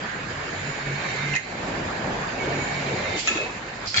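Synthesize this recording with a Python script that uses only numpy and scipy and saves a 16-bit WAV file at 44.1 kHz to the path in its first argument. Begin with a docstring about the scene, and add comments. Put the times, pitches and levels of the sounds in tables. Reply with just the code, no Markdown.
"""Belts whirr and a conveyor rumbles at a bottle capping machine in a noisy workshop.
Twice the capping wheels spin up, ringing and squealing from friction; the drive hums in swells
and hollow bottles jostle. A button and switch clack after the first run. After the second,
air valves hiss, a clamp shuts on a bottle and the capping head clatters down."""
import sys
import numpy as np
from scipy import signal
from scipy.fft import rfft, irfft
from scipy.io import wavfile
from scipy.ndimage import uniform_filter1d

SR = 44100
rng = np.random.default_rng(int(sys.argv[2]) if len(sys.argv) > 2 else 0)


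def transcribe(u):
    """Save the signal u as a 16-bit wav file named by the first command-line argument.

    u: samples, shape (n,) or (channels, n), limited to [-1, 1]; the rate is SR.
    q: integer samples, one column per channel.
    """
    v = np.clip(np.atleast_2d(u).T, -1, 1)
    q = np.round(v * 32767).astype(np.int16)
    wavfile.write(sys.argv[1], SR, q)


N = 176400
TIME = np.arange(N) / SR
BINS_HZ = np.fft.rfftfreq(N, 1 / SR)


def wheels():
    """Friction keeps the capping wheels' metal resonances ringing, with two squeals and a whine."""
    # wheel resonances: pitch_hz, half_width_hz, level_db, pan_db
    resonances = [(1810, 28, -7.5, -14.5), (2073, 50, -7.5, 3), (2253, 220, 1, -8), (2640, 200, -10, -3.5),
                  (3137, 42, -12.5, -15), (3730, 67, -11.5, -2.5), (4070, 51, -9.5, -0.5),
                  (4390, 280, -11, -4), (5596, 110, -14.5, -6), (6380, 50, -18.5, 14.5),
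                  (7000, 350, -13, 8.5)]
    # envelopes of the ringing and the three tones: time_s, level_db
    ring_level = [(0, -68.5), (.55, -40.5), (.85, -39.5), (1.08, -33), (1.33, -35), (1.44, -33.5),
                  (2.3, -53), (2.55, -36), (2.9, -34.5), (3.14, -34), (3.26, -30), (3.42, -36.5),
                  (3.55, -46)]
    early_level = [(0, -53), (.65, -47.5), (.88, -41), (1.1, -39), (1.3, -51), (1.42, -57), (2.35, -58.5),
                   (2.39, -36.5), (2.7, -41), (3.15, -47), (3.25, -58)]
    late_level = [(.8, -64), (1.05, -42), (1.22, -40), (1.32, -29.5), (1.42, -59), (2.8, -58), (3.02, -49),
                  (3.09, -32), (3.16, -33), (3.3, -56)]
    whine_level = [(.8, -61), (1.1, -50), (1.32, -46), (1.4, -73), (2.6, -66), (2.95, -49), (3.18, -40),
                   (3.25, -62)]
    power = sum((amp(db) * pan(pan_db) * unit(peak(hz, half_width_hz))) ** 2
                for hz, half_width_hz, db, pan_db in resonances)
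    rings = noise(np.sqrt(power)) * amp(0.53 * drift(rate_hz=33)) * level(ring_level)
    early = squeal(early_level, pitch_hz=2242, pan_db=-8.5)
    late = squeal(late_level, pitch_hz=2085, pan_db=-11)
    whine = squeal(whine_level, pitch_hz=3687, pan_db=6)
    return rings + early + late + whine


def squeal(envelope, pitch_hz, pan_db):
    """A wheel sticks and slips into one rough tone."""
    phase = 2 * np.pi * np.cumsum(pitch_hz * (1 + 0.00701 * drift(rate_hz=110))) / SR
    return unit(np.sin(phase) * amp(3.3 * drift(rate_hz=30))) * pan(pan_db) * level(envelope)


def mechanism():
    """Button, switch, clamp and capping head are struck in turn."""
    # part modes: pitch_hz, level_db, t60_s, pan_db
    button = [(2560, 1.5, 0.087, -1), (2800, -3, .05, 0), (4940, -14, .05, 3)]
    switch = [(1834, 7, 0.054, -12), (2056, 6, 0.086, -16.5), (2457, 4, 0.055, 1), (3050, -10, 0.071, 3),
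              (3800, -8, .05, 1), (6150, -5.5, 0.054, -1), (6750, -5, 0.07, 11)]
    clamp = [(1323, -12, 0.21, 2), (1718, -3, 0.1, -11), (2580, -1.5, 0.4, -2), (2762, -3.5, 0.14, -11),
             (3340, -4, 0.077, 11.5), (3770, -12, 0.37, 7), (5970, -9, 0.064, 4), (6670, -3, 0.047, 4),
             (7030, -9.5, 0.17, 17)]
    head = [(1370, -11.5, 0.18, -13), (1746, 1, 0.04, -7), (2080, 1, 0.058, -25), (2323, -3, 0.091, -17),
            (2480, -8.5, 0.17, -6), (3300, -2.5, 0.072, 11), (3960, -4.5, 0.068, 3), (4404, 2, 0.091, 2),
            (4530, -5, 0.082, 11), (5140, -17, 0.11, 5)]
    # blows: start_s, level_db, crack_relative_db, tilt_db_per_octave
    button_blows = [(1.336, -24, -10, 0.5)]
    switch_blows = [(1.351, -26.5, 3, -0.5), (1.36, -27.5, 5.5, 1), (1.365, -34.5, 9, -1.5)]
    clamp_blows = [(3.273, -22, 4.5, -1), (3.279, -28, 3, -1), (3.296, -37, -6, 5),
                   (3.351, -35.5, -6, -4.5), (3.371, -30, -9, -5)]
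    head_blows = [(3.942, -30, 10, -9), (3.948, -35, 9, -4), (3.961, -28.5, -5, -6),
                  (3.971, -20.5, -7, 10.5), (3.981, -25, -4, -3)]
    return (clacks(button, button_blows) + clacks(switch, switch_blows)
            + clacks(clamp, clamp_blows) + clacks(head, head_blows))


def clacks(modes, blows):
    """Each blow cracks and rings the modes of a loose, buzzing part."""
    # crack spectrum: freq_hz, density_db
    crack_spectrum = [(100, -14), (900, -31), (1800, 3.5), (2600, -3), (4000, -2), (7600, -2.5)]
    rise_s, crack_decay_s = 0.002, 0.0032
    buzz_depth, buzz_hz = 0.73, 90
    out, t = np.zeros((2, N)), TIME[:14000]
    centre_hz = np.mean([mode[0] for mode in modes])
    crack_noise = noise(amp(spectrum(crack_spectrum)))
    for k, (start_s, db, crack_db, tilt_db_per_octave) in enumerate(blows):
        crack = crack_noise[:, k * len(t):(k + 1) * len(t)]
        sound = 2 * amp(crack_db) * crack * np.exp(-t / crack_decay_s)
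        for hz, mode_db, t60_s, pan_db in modes:
            phase = 2 * np.pi * (hz * t + rng.random((2, 1)))
            ring = np.sin(phase + buzz_depth * drift(buzz_hz, len(t)))
            fade = np.exp(-np.log(1000) * t / t60_s) * (1 + buzz_depth * drift(buzz_hz, len(t)))
            gain = amp(mode_db + tilt_db_per_octave * np.log2(hz / centre_hz))
            sound += gain * pan(pan_db) * ring * fade
        add(out, start_s, amp(db) * sound * np.minimum(t / rise_s, 1))
    return out


def valves():
    """Each valve vents a rush of air with a broad nozzle whistle."""
    # air bursts: start_s, rise_s, hold_s, release_s, rush_db, whistle_db, rush_pan_db
    bursts = [(3.154, 0.039, 0.044, 0.061, -20.5, -33.5, -2.5), (3.246, 0.02, 0.046, 0.12, -28, -42.5, 14),
              (3.858, 0.002, .005, 0.0093, -34, -36, 6), (3.868, 0.0058, .014, 0.098, -29.5, -29.5, -0.5),
              (3.954, 0.013, 0.058, 0.035, -18.5, -36, 22)]
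    # air spectra: freq_hz, density_db
    rush_spectrum = [(100, -19), (1200, -12), (2200, -1), (3400, 0.5), (4600, -8.5), (5600, -7), (6100, -4),
                     (6600, -4), (7600, 1)]
    whistle_spectrum = [(100, -40), (3400, -29), (4000, -12), (4400, -2.5), (5200, -3), (5700, -12.5),
                        (7600, -28.5)]
    rush = noise(amp(spectrum(rush_spectrum)))
    whistle = noise(amp(spectrum(whistle_spectrum))) * pan(db=-6)
    out, t = np.zeros((2, N)), TIME[:SR // 2]
    for start_s, rise_s, hold_s, release_s, rush_db, whistle_db, rush_pan_db in bursts:
        envelope = np.minimum(t / rise_s, 1) * np.exp(-np.maximum(t - hold_s, 0) / release_s)
        opening = np.zeros((1, N))
        add(opening, start_s, envelope[None])
        out += opening * (amp(rush_db) * pan(rush_pan_db) * rush + amp(whistle_db) * whistle)
    return out * amp(0.57 * drift(rate_hz=63))


def cylinders(pitch_hz=105, decay_s=0.028):
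    """Air cylinders jolt the frame with dull thuds."""
    # thuds: start_s, level_db
    thuds = [(3.873, -36), (3.978, -30)]
    out, t = np.zeros((2, N)), TIME[:SR // 2]
    thud = np.sin(2 * np.pi * pitch_hz * t) * np.exp(-t / decay_s)
    for start_s, db in thuds:
        add(out, start_s, amp(db) * thud[None])
    return out


def conveyor(knocks_per_s=260, knock_power_share=0.24):
    """Chain links and bottles knock densely over a rolling rumble."""
    # rumble spectrum: freq_hz, density_db
    rumble_spectrum = [(25, -16), (42, 3), (70, -7), (100, 3), (200, 3.5), (450, 1), (750, 3), (1050, -2),
                       (1400, -19), (3000, -28), (7000, -35.5)]
    # rumble envelope: time_s, level_db
    envelope = [(0, -51), (.35, -39.5), (1.0, -43), (1.3, -39.5), (1.62, -30), (1.98, -32), (2.08, -29.5),
                (2.3, -34), (2.49, -30), (2.72, -35), (2.93, -30), (3.05, -32.5), (3.15, -34),
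                (3.27, -31.5), (3.36, -36.5), (3.44, -34.5), (3.53, -42), (3.85, -42), (4, -36.5)]
    onsets = rng.random(N) < knocks_per_s / SR
    knocks = onsets * amp(np.minimum(rng.exponential(1, N), 3))
    shape = amp(spectrum(rumble_spectrum))
    rattle = np.sqrt(knock_power_share) * colour(knocks * rng.choice([-1, 1], (2, N)), shape)
    rumble = np.sqrt(1 - knock_power_share) * noise(shape)
    return patchy(rattle + rumble, depth_db=0.5) * level(envelope)


def bottles():
    """Empty bottles boom at their hollow resonance and shake the frame."""
    # bottle jostles: centre_s, half_length_s, resonance_hz, level_db
    jostles = [(0.682, 0.039, 216, -37), (0.891, 0.018, 248, -43.5), (1.266, 0.082, 265, -41),
               (1.765, 0.042, 312, -37), (2.089, 0.016, 265, -33.5), (2.093, 0.03, 745, -35.5),
               (2.477, 0.055, 423, -30.5), (2.565, 0.035, 308, -31.5), (2.932, 0.11, 438, -36),
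               (3.04, 0.047, 610, -35.5), (3.154, 0.021, 392, -30), (3.313, 0.0083, 352, -29),
               (3.357, 0.021, 335, -30.5), (3.415, 0.045, 490, -32.5)]
    # frame shudders: centre_s, half_length_s, level_db
    shudders = [(0.351, .08, -44.5), (0.611, 0.084, -40.5), (.95, .04, -43), (1.62, 0.057, -43),
                (1.865, .03, -34.5), (2.443, 0.034, -41), (2.598, 0.044, -37), (2.961, 0.063, -40),
                (3.102, 0.078, -40.5)]
    out, lead_s = np.zeros((2, N)), TIME[:SR // 2].mean()
    for centre_s, half_s, hz, db in jostles:
        add(out, centre_s - lead_s, amp(db) * boom(half_s, hz, width_hz=155))
    for centre_s, half_s, db in shudders:
        add(out, centre_s - lead_s, amp(db) * boom(half_s, hz=91.7, width_hz=26))
    return out


def boom(half_s, hz, width_hz):
    """A swell of irregular shaking in one low resonance, centred in half a second."""
    t = TIME[:SR // 2]
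    shared, left, right = rng.standard_normal((3, len(t)))
    shaking = shared + hz / 1000 * np.array([left, right])  # wider stereo at higher pitch
    band = signal.butter(2, [hz - width_hz / 2, hz + width_hz / 2], "bandpass", fs=SR, output="sos")
    swell = np.exp(-((t - t.mean()) / half_s) ** 2)
    return unit(signal.sosfilt(band, shaking) * swell) * np.sqrt(np.mean(swell ** 2))


def drive(pitch_hz=140.8, third_db=-15.5, mains_hz=51.2, mains_rms_db=-54):
    """The drive's wavering hum swells and sinks over steady mains hum."""
    # hum swells: centre_s, half_length_s, level_db
    hum_swells = [(0.377, 0.16, -47), (0.67, 0.084, -37.5), (0.917, 0.073, -31), (1.292, 0.1, -31.5),
                  (2.192, 0.056, -36.5), (2.554, 0.068, -33), (2.77, 0.056, -35), (2.89, 0.073, -37)]
    phase = 2 * np.pi * np.cumsum(pitch_hz * (1 + 0.023 * drift(rate_hz=12.4))) / SR
    tone = np.sin(phase) + amp(third_db) * np.sin(3 * phase)
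    hum = tone * swells(hum_swells) * amp(2.7 * drift(rate_hz=100))
    mains = amp(mains_rms_db) * np.sin(2 * np.pi * mains_hz * TIME)
    return np.sqrt(2) * (hum + mains)


def belts():
    """Side belts whirr on the right, quieter once the clamp shuts."""
    # whirr spectrum: freq_hz, density_db
    whirr_spectrum = [(300, -26.5), (900, -13), (1250, -11), (1550, 2.5), (1780, 3), (2000, -3.5),
                      (2600, -12), (3200, -22), (4200, -18), (5200, -32.5), (7500, -34)]
    # whirr envelope: time_s, level_db
    envelope = [(0, -37), (.11, -32.5), (.22, -36.5), (.8, -34.5), (1.3, -35.5), (1.55, -37), (1.85, -35),
                (2.46, -35.5), (2.8, -37), (3.15, -38), (3.4, -41.5)]
    whirr = noise(amp(spectrum(whirr_spectrum)))
    return whirr * level(envelope) * pan(db=-11.5) * amp(1.2 * drift(rate_hz=50))


def puffs():
    """Distant air hisses thinly on the left as the wheels start."""
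    # air puffs: centre_s, half_length_s, level_db
    hiss_swells = [(0.676, 0.22, -46.5), (2.638, 0.072, -42.5)]
    return swells(hiss_swells) * pan(db=16) * noise(peak(hz=6990, half_width_hz=180))


def workshop():
    """The wash of many machines, fluttering slightly."""
    # wash spectrum: freq_hz, density_db
    wash_spectrum = [(20, -28), (45, -15.5), (75, -8), (130, 5.5), (250, 1), (600, 1.5), (1000, 1.5),
                     (1300, 1.5), (1780, -2), (2050, -2.5), (2450, -1), (2900, -5), (3600, -10),
                     (4500, -10.5), (5000, -8.5), (5250, -16.5), (6000, -16), (7100, -11.5), (7600, -12.5)]
    # stereo balance: freq_hz, pan_db
    balance = [(100, 1), (400, 1.5), (800, 1.5), (1200, 0), (1750, 1), (2500, -6), (3300, 1.5), (4800, -2),
               (5600, -1), (6800, 15), (7600, 15.5)]
    # wash envelope: time_s, level_db
    envelope = [(0, -32), (.6, -33.5), (1.2, -30.5), (2.0, -32), (3.1, -30.5), (3.45, -34.5), (4, -35)]
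    wash = noise(amp(spectrum(wash_spectrum)) * pan(spectrum(balance)))
    return patchy(wash, depth_db=2.5) * level(envelope) * amp(0.5 * drift(rate_hz=17))


def dips(fall_s=0.025):
    """Gain of the running noise: three brief dips."""
    # level dips: start_s, hold_s, depth_db, recovery_s
    drops = [(1.351, 0.039, 10, 0.17), (3.18, 0.067, 8.5, 0.045), (3.87, 0.056, 9, 0.025)]
    cut_db = np.zeros(N)
    for start_s, hold_s, depth_db, recovery_s in drops:
        fall = np.clip((TIME - start_s) / fall_s, 0, 1)
        cut_db += depth_db * fall * np.exp(-np.maximum(TIME - start_s - hold_s, 0) / recovery_s)
    return amp(-cut_db)


def room(x, t60_s=0.3, wet_db=-5):
    """Adds dense reflections from the machine frame and walls."""
    t = TIME[:SR // 2]
    taps = rng.standard_normal((2, len(t))) * (rng.random((2, len(t))) < .05) * (t > .002)
    tail = taps * np.exp(-np.log(1000) * t / t60_s)
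    return x + amp(wet_db) * signal.fftconvolve(x, tail / np.linalg.norm(tail[0]), axes=1)[:, :N]


def amp(db):
    """Decibels to gain."""
    return 10 ** (np.asarray(db) / 20)


def unit(x):
    """Scales to rms 1."""
    return x / np.sqrt(np.mean(x ** 2) + 1e-20)


def spectrum(points):
    """Interpolates a table on a log-frequency axis."""
    hz, value = np.transpose(points)
    return np.interp(np.log(BINS_HZ + 1), np.log(hz + 1), value)


def peak(hz, half_width_hz):
    """Gain over frequency of one resonance."""
    return 1 / (1 + ((BINS_HZ - hz) / half_width_hz) ** 2)


def level(points):
    """Gain over time from a dB envelope."""
    return amp(np.interp(TIME, *np.transpose(points)))


def swells(rows):
    """Gain over time from Gaussian swells."""
    return sum(amp(db) * np.exp(-((TIME - centre_s) / half_s) ** 2) for centre_s, half_s, db in rows)


def pan(db):
    """Constant-power stereo gains; db is left minus right."""
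    sides = amp(np.array([[.5], [-.5]]) * db)
    return sides / np.sqrt(np.mean(sides ** 2, 0))


def drift(rate_hz, size=N):
    """Random wander of about rms 1."""
    hz = np.fft.rfftfreq(4096, 1 / 1000)
    slow = unit(irfft(rfft(rng.standard_normal(4096)) * np.exp(-(hz / rate_hz) ** 2)))
    return np.interp(TIME[:size], np.arange(len(slow)) / 1000, slow)


def colour(pair, gain):
    """Filters two unrelated signals into stereo that is alike in the bass."""
    # left-right likeness: freq_hz, correlation
    likeness = [(45, .98), (80, .96), (160, .985), (300, .9), (600, .42), (1100, .05), (1800, -.12),
                (3000, .1), (5000, .1), (7500, 0)]
    correlation = spectrum(likeness)
    left, other = rfft(pair)
    right = correlation * left + np.sqrt(1 - correlation ** 2) * other
    return unit(irfft(np.array([left, right]) * gain, N))


def noise(gain):
    """Stereo noise of rms 1 with the given spectrum."""
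    return colour(rng.standard_normal((2, N)), gain)


def patchy(x, depth_db):
    """Lets patches of the spectrum come and go."""
    frames = signal.stft(x, nperseg=512)[2]
    patches = rng.standard_normal(frames.shape[1:])
    for axis in (0, 1):
        patches = uniform_filter1d(patches, size=6, axis=axis)
    return unit(signal.istft(frames * amp(depth_db * unit(patches)))[1][:, :N])


def add(mix, start_s, sound):
    """Mixes a sound in at start_s."""
    part = mix[:, round(start_s * SR):][:, :sound.shape[1]]
    part += sound[:, :part.shape[1]]


def scene():
    """Dipping running noise, air, and impacts with reflections."""
    running = workshop() + belts() + conveyor() + bottles() + drive() + wheels()
    impacts = mechanism() + cylinders()
    return running * dips() + valves() + puffs() + room(impacts)


def record(dry):
    """Steep low-pass and very short fades at both ends."""
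    cutoff_hz, fade_s = 7540, 0.001
    lowpass = signal.firwin(1023, cutoff_hz, window=("kaiser", 8), fs=SR)
    fade = np.minimum(np.minimum(TIME, TIME[-1] - TIME) / fade_s, 1)
    return signal.oaconvolve(dry, lowpass[None], "same") * fade


dry = scene()
out = record(dry)
transcribe(out)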